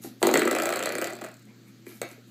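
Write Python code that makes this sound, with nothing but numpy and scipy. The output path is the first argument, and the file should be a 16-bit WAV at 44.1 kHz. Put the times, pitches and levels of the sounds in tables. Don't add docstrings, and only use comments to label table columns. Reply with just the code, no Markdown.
import sys
import numpy as np
from scipy import signal
from scipy.io import wavfile
from scipy.ndimage import uniform_filter1d

SR = 44100
rng = np.random.default_rng(int(sys.argv[2]) if len(sys.argv) > 2 else 0)


def undo_db(level):
    steps = np.asarray(level, float) / 20
    return 10 ** steps


def dump_mix(stems):
    frames = np.atleast_2d(stems).T
    limited = np.clip(frames, -1, 1)
    pcm = np.round(limited * 32767).astype(np.int16)
    wavfile.write(sys.argv[1], SR, pcm)


N = 101430

# start_s, tick_db, knock_db, thud_db
WILD_SLAPS = [(.2282, -8, -16, -14.5), (.2488, -32, -36.5, -16), (.2692, -9.5, -27, -14),
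              (.2898, -32, -18.5, -15.5), (.3128, -20.5, -35, -16.5), (.3303, -29, -38, -26),
              (.3393, -7.5, -15, -12), (.3551, -20, -10.5, -34), (.3738, -15, -46, -13),
              (.3933, -15, -19, -20.5), (.4178, -22.5, -15.5, -13.5), (.4327, -27.5, -52, -26),
              (.4527, -19, -36.5, -15), (.4733, -42, -19, -17), (.4763, -19, -24, -44),
              (.5115, -13, -22, -18.5), (.5283, -27.5, -23, -20)]
# start_s, tick_db, knock_db, thud_db
FREE_SLAPS = [(0.55, -18.5, -25, -28), (0.5631, -25, -20, -25), (0.5855, -18.5, -23, -23),
              (.5994, -24, -22.5, -22.5), (.621, -16, -22, -25), (.6347, -19.5, -24, -28),
              (.6559, -16, -24.5, -22), (.6689, -22, -21.5, -33), (0.6902, -15, -22, -29),
              (0.7033, -20.5, -21, -24), (.7248, -17.5, -18.5, -35), (0.7374, -21, -23, -27),
              (.7587, -17.5, -22, -37), (0.7703, -25, -26, -27), (0.7915, -19, -26.5, -34),
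              (0.8037, -31, -25, -27), (0.8261, -21.5, -21.5, -32), (0.8362, -22.5, -30, -30),
              (0.8576, -16.5, -25, -41), (.8704, -31, -22, -35), (.891, -22, -28.5, -31),
              (.9024, -38, -29, -33), (0.9225, -23, -30, -37.5), (0.9348, -55, -35, -28),
              (0.9525, -21, -27, -24.5), (0.9834, -17.5, -23.5, -27.5), (1.0146, -20, -28.5, -26),
              (1.022, -24, -23.5, -38), (1.043, -18, -27.5, -33), (1.0504, -32, -27, -32.5),
              (1.071, -24.5, -26.5, -29), (1.0764, -37, -41, -44), (1.0984, -33, -37, -42),
              (1.1049, -30.5, -40, -38), (1.1253, -32, -38.5, -34), (1.1334, -30, -45, -35),
              (1.1524, -32, -58, -47), (1.166, -38, -60, -39), (1.1882, -39, -39, -43)]
LAST_SWING_NO = [0, 1, 3, 6, 9, 10]
# start_s, return_lag_s, tick_db, return_tick_db, knock_db, thud_db
LAST_SWINGS = [
    (1.2129, 0.0047, -32, -37.5, -35, -35),
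    (1.2393, 0.0057, -31.5, -33, -36.5, -35),
    (1.2875, 0.0045, -39.5, -65, -46.5, -72.5),
    (1.3678, 0.0022, -42.5, -62, -82, -100),
    (1.4454, 0.0075, -56, -46, -88, -99),
    (1.4674, 0.0068, -80, -76, -66, -88),
]
# start_s, tick_db, knock_db, thud_db
TAPS = [
    (0.2166, -69, -42.5, -33),
    (1.8658, -40, -40.5, -58),
    (1.915, -55, -49, -70),
    (2.016, -19.5, -27.5, -48),
    (2.0281, -46, -43, -56),
    (2.0888, -40, -64, -62),
    (2.1046, -55, -44, -64),
    (2.1137, -37.5, -65, -44),
    (2.1208, -55, -66, -67),
    (2.1303, -55, -49, -78),
]


def slap_rows():
    return np.concatenate([WILD_SLAPS, FREE_SLAPS, swings(LAST_SWING_NO, LAST_SWINGS), TAPS])


def swings(numbers, rows):
    n = np.arange(numbers[-1] + 1)
    start_s, lag_s, tick, back, knock, thud = (np.interp(n, numbers, col) for col in np.transpose(rows))
    outward = np.transpose([start_s, tick, knock, thud])
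    inward = np.transpose([start_s + lag_s, back, knock, thud])
    slaps_both = np.concatenate([outward, inward])
    jitter_s, spread_db = .0003, 1.2
    return slaps_both + rng.standard_normal(slaps_both.shape) * [jitter_s, spread_db, spread_db, spread_db]


def slaps():
    coils_per_slap, coil_spread_s, coil_fall_db, first_coil_db = 7, .004, 14, -2
    rows = slap_rows()
    start_s, tick_db, knock_db, _ = rows.T
    delay, softness = rng.random((2, len(rows), coils_per_slap))
    later = np.arange(coils_per_slap) > 0
    at = np.round((start_s[:, None] + coil_spread_s * delay * later) * SR).astype(int)
    coil_db = np.where(later, -coil_fall_db * (delay + .5 * softness), first_coil_db)
    tick = burst(at, undo_db(tick_db[:, None] + coil_db), decay_s=.0005)
    knock = burst(at, undo_db(knock_db[:, None] + coil_db), decay_s=.0003)
    rattle = loose_coils(knock)
    return spring(tick, knock, rattle) + door(rows, at, rattle)


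def burst(at, gain, decay_s):
    k = np.arange(512)
    puffs = np.exp(-k / (decay_s * SR)) * rng.standard_normal(at.shape + k.shape)
    puffs = puffs * (gain / np.linalg.norm(puffs, axis=-1))[..., None]
    return np.bincount((at[..., None] + k).ravel(), puffs.ravel(), N)[:N]


def loose_coils(knock):
    level_db, decay_s, clicks_per_s = -22.5, 0.029, 2500
    shake = np.sqrt(signal.lfilter([1], [1, -np.exp(-2 / (decay_s * SR))], knock ** 2))
    clicks = rng.standard_normal(N) * (rng.random(N) < clicks_per_s / SR)
    return undo_db(level_db) * shake * clicks


# pitch_hz, width_hz, level_db
COIL_MODES = [(3060, 1000, -14.5), (4190, 1000, -2), (6610, 1140, -3.5), (7740, 630, -0.5),
              (8610, 2070, -5), (11100, 1150, -6), (15100, 2000, -6.5)]
# pitch_hz, width_hz, level_db
KNOCK_MODES = [(980, 600, -6), (1130, 104, -4), (1302, 130, -1.5), (1673, 246, -2), (1970, 115, -2),
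               (2430, 324, -3), (3220, 490, -12)]


def spring(tick, knock, rattle):
    tick_level_db, knock_level_db, rattle_coil_db = -6, 0.5, -10
    bright = body(tick + undo_db(rattle_coil_db) * rattle, COIL_MODES)
    return undo_db(tick_level_db) * bright + undo_db(knock_level_db) * body(knock + rattle, KNOCK_MODES)


# pitch_hz, width_hz, level_db
DOOR_MODES = [(210.3, 60, -16.5), (235.8, 27, -5.5), (273.4, 58, -10), (330, 31, 1.5), (370, 78, -2),
              (435, 71, -5.5), (382, 185, -3.5)]
# pitch_hz, width_hz, level_db
PANEL_MODES = [(514.4, 59, -20.5), (629, 15, -18), (613, 480, 6.5), (750, 21, -10), (810, 180, -18.5)]
# start_s, mount_pitch_hz, panel_db, mount_db
MOUNT_STIFFENING = [(0.218, 463, 12, -20.5), (.45, 465, -12.5, -22), (.55, 580, -5.5, -18.5),
                    (.7, 640, -13, -21.5), (.8, 536, -7, -25), (.87, 566, -10, -20), (1.0, 524, -26, -19.5),
                    (1.1, 656, -15, -22.5), (1.3, 623, -8, -20.5)]


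def door(rows, at, rattle):
    thud_level_db, panel_slope, rattle_mount_db = -1, .8, -17
    start_s, _, knock_db, thud_db = rows.T
    swinging = start_s < LAST_SWINGS[-1][0]
    force_db = panel_slope * np.maximum(knock_db, thud_db)
    s, _, panel_db, mount_db = np.transpose(MOUNT_STIFFENING)
    panel_gain = swinging * undo_db(np.interp(start_s, s, panel_db) + force_db)
    mount_gain = swinging * undo_db(np.interp(start_s, s, mount_db) + force_db)
    deep = body(push(at[:, 0], undo_db(thud_db)), DOOR_MODES)
    panel = body(push(at[:, 1], panel_gain), PANEL_MODES)
    stiff = mount(push(at[:, 2], mount_gain) + undo_db(rattle_mount_db) * rattle)
    return undo_db(thud_level_db) * (deep + panel + stiff)


def mount(blows):
    width_hz = 260
    s, pitch_hz = np.transpose(MOUNT_STIFFENING)[:2]
    turn = np.exp(2j * np.pi * np.cumsum(np.interp(np.arange(N) / SR, s, pitch_hz)) / SR)
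    r = np.exp(-np.pi * width_hz / SR)
    return (turn * signal.lfilter([1 - r], [1, -2 * r, r * r], blows / turn)).real * 20


def push(at, gain):
    blows = np.bincount(at, gain * rng.choice([-1., 1.], len(at)), N)[:N]
    band_hz = (183, 1300)
    return signal.sosfilt(signal.butter(N=4, Wn=band_hz, btype="bandpass", fs=SR, output="sos"), blows)


def body(x, modes):
    def ring(v):
        return sum((-1) ** k * undo_db(db) * resonate(v, hz, width_hz) * np.sqrt(SR / width_hz)
                   for k, (hz, width_hz, db) in enumerate(modes))
    click = np.eye(1, 2048)[0]
    return ring(x) / abs(ring(click)).max()


def resonate(x, hz, width_hz):
    r = np.exp(-np.pi * width_hz / SR)
    return 2 * signal.lfilter([1 - r], [1, -r * np.exp(2j * np.pi * hz / SR)], x + 0j).real


# start_s, peak_db, pitch_hz, ring_s
THUMPS = [(.003, -40, 243, 0.0022), (.045, -31.5, 345, 0.0029), (.046, -39.5, 723, 0.0023),
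          (0.048, -50.5, 1400, 0.0033), (0.057, -32.5, 306, 0.0034), (.072, -33.5, 270, 0.0023),
          (0.083, -43, 330, 0.0012), (0.107, -40.5, 241, 0.0067), (1.661, -47, 211, 0.0055),
          (1.869, -33.5, 350, 0.0022), (1.891, -39.5, 362, 0.0036), (1.917, -48, 330, 0.0074),
          (1.952, -46.5, 224, 0.0063), (2.0161, -21, 520, 0.0014), (2.03, -26.5, 527, 0.00083),
          (2.044, -35, 330, 0.0046), (2.051, -49, 530, 0.0049), (2.165, -52, 606, 0.0023),
          (2.18, -44, 405, 0.0021), (1.018, -37, 407, 0.0067), (0.986, -27, 386, 0.0032)]


def thumps():
    out, t = np.zeros(N), np.arange(2048) / SR
    for start_s, peak_db, pitch_hz, ring_s in THUMPS:
        part = out[round(start_s * SR):][:len(t)]
        swell = t / ring_s * np.exp(1 - t / ring_s)
        part += undo_db(peak_db) * swell * np.sin(2 * np.pi * (pitch_hz * t + rng.random()))
    return out


# start_s, rise_s, fall_s, level_db
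SCUFFS = [
    (.003, 0.036, 0.079, -48),
    (.188, 0.048, 0.11, -46.5),
    (1.453, 0.023, 0.14, -92),
    (1.632, 0.053, 0.049, -68),
    (1.834, 0.058, 0.22, -57),
    (2.025, 0.09, 0.05, -62),
    (2.256, 0.024, 0.046, -73),
]
# freq_hz, density_db_per_hz
SCUFF_SPECTRUM = [(520, -5), (920, -3), (2100, -3), (4400, -10.5), (5400, -2), (7600, -10.5), (9600, -10.5),
                  (12100, -2.5), (15200, -16)]
# start_s, rise_s, fall_s, level_db
RUSTLES = [
    (1.46, 0.029, .08, -59.5),
    (1.64, .045, 0.036, -61),
    (1.86, .012, .05, -59),
    (1.905, 0.0096, 0.061, -59),
    (2.014, .004, 0.04, -41),
]
# freq_hz, density_db_per_hz
RUSTLE_SPECTRUM = [(300, -19), (600, -15), (1000, 10), (1500, -8), (2300, 14.5), (3000, -14), (4400, -13),
                   (6000, -17), (15000, -37)]


def paws():
    return slides(SCUFFS, SCUFF_SPECTRUM) + slides(RUSTLES, RUSTLE_SPECTRUM)


def slides(rows, spectrum):
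    t = np.arange(N) / SR
    level = np.zeros(N)
    for start_s, rise_s, fall_s, level_db in rows:
        rise = np.clip((t - start_s) / rise_s, 0, 1) ** 2
        fall = undo_db(-20 * np.maximum(t - start_s - rise_s, 0) / fall_s)
        level += undo_db(level_db) * rise * fall
    grain = undo_db(2 * evened(uniform_filter1d(rng.standard_normal(N), size=90)))
    return level * evened(grain * coloured(spectrum, patchy_db=2))


def coloured(spectrum, patchy_db):
    a, b, patches = rng.standard_normal((N // 128 + 5, 257, 3)).T
    patches = evened(uniform_filter1d(uniform_filter1d(patches, 8, 0), 16, 1))
    level_db = read(spectrum, np.fft.rfftfreq(512, 1 / SR))[:, None] + patchy_db * patches
    return signal.istft((a + 1j * b) * undo_db(level_db), nperseg=512, noverlap=384)[1][:N]


def evened(x):
    return x / np.sqrt(np.mean(x ** 2) + 1e-20)


def read(points, hz):
    f, value = np.transpose(points)
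    return np.interp(np.log(hz + 1), np.log(f + 1), value)


# freq_hz, t60_s
ROOM_DECAY = [(210, 0.083), (610, 0.26), (2100, 0.36), (4600, 0.39), (8100, 0.13), (14900, 0.11)]
# freq_hz, level_db
ROOM_COLOUR = [(200, -6), (1500, -2.5), (4200, 0.5), (8000, -12), (15000, -2.5)]


def tail():
    taps = np.zeros(SR // 2)
    at = np.arange(200, len(taps) - 20, 20)
    taps[at + rng.integers(0, 20, len(at))] = rng.choice([-1., 1.], len(at))
    hz, t, z = signal.stft(taps, SR, nperseg=256)
    z = z * undo_db(-60 * t / read(ROOM_DECAY, hz)[:, None])
    z = z * (undo_db(read(ROOM_COLOUR, hz)) / np.linalg.norm(z, axis=1))[:, None]
    return signal.istft(z, SR, nperseg=256)[1] / 148


def room(x):
    turns_per_s = 9
    turn = np.pi * turns_per_s * np.arange(N) / SR
    wet = np.zeros(N)
    for k in range(3):
        share = np.sqrt(2 / 3) * np.cos(turn + k * np.pi / 3)
        wet += signal.fftconvolve(x * share, tail())[:N]
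    return wet


# pitch_hz, rms_db
HUM_TONES = [(119.6, -56), (151, -69.5), (177, -65), (209, -57.5), (241, -61.5), (270, -60.5), (336, -65.5)]
# freq_hz, density_db_per_hz
AIR_SPECTRUM = [(180, -13), (300, -1), (1000, -25.5), (1260, -15.5), (2000, -17.5), (6760, -27.5),
                (9090, -42.5), (14000, -33), (15400, -33)]


def hum():
    width_hz, air_db = 10.7, -60
    line_hz, line_db = HUM_TONES[0]
    out = undo_db(line_db) * np.sqrt(2) * np.sin(2 * np.pi * line_hz * np.arange(N) / SR)
    for hz, db in HUM_TONES[1:]:
        narrow = resonate(rng.standard_normal(N), hz, width_hz)
        out += undo_db(db) * evened(resonate(narrow, hz, 2 * width_hz))
    return out + undo_db(air_db) * evened(coloured(AIR_SPECTRUM, patchy_db=1.5))


def scene():
    near = slaps() + thumps() + paws()
    mid = near + room(near) + hum()
    side_hz, side_db = (230, 520), -23
    low_mids = signal.butter(N=2, Wn=side_hz, btype="bandpass", fs=SR, output="sos")
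    side = undo_db(side_db) * signal.sosfiltfilt(low_mids, mid)
    return np.array([mid + side, mid - side])


def roll_off(x):
    return signal.sosfilt(signal.butter(12, 16470, fs=SR, output="sos"), x)


# freq_hz, gain_db
MIC_RESPONSE = [(3000, -0.5), (3600, 2.5), (4300, 7), (5300, 0.5), (7700, 10), (10000, 8), (11700, 7),
                (15000, 5)]


def record(dry):
    low_cut_hz, edge_hz, limit, lopsided_db = 104, 15300, 1.3, -25
    x = signal.sosfilt(signal.butter(N=6, Wn=low_cut_hz, btype="highpass", fs=SR, output="sos"), dry)
    x = limit * np.tanh(x / limit)
    x = x + undo_db(lopsided_db) * signal.lfilter([1, -1], [1, -.998], x ** 2)
    hz = np.linspace(0, SR / 2, 257)
    port = signal.firwin2(129, hz, undo_db(read(MIC_RESPONSE, hz)), fs=SR)
    x = signal.oaconvolve(x, port[None], "same")
    band_limit = signal.firwin(101, edge_hz, window=("kaiser", 5), fs=SR)
    x = signal.oaconvolve(x, band_limit[None], "same")
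    return roll_off(x)


dry = scene()
out = record(dry)
dump_mix(out)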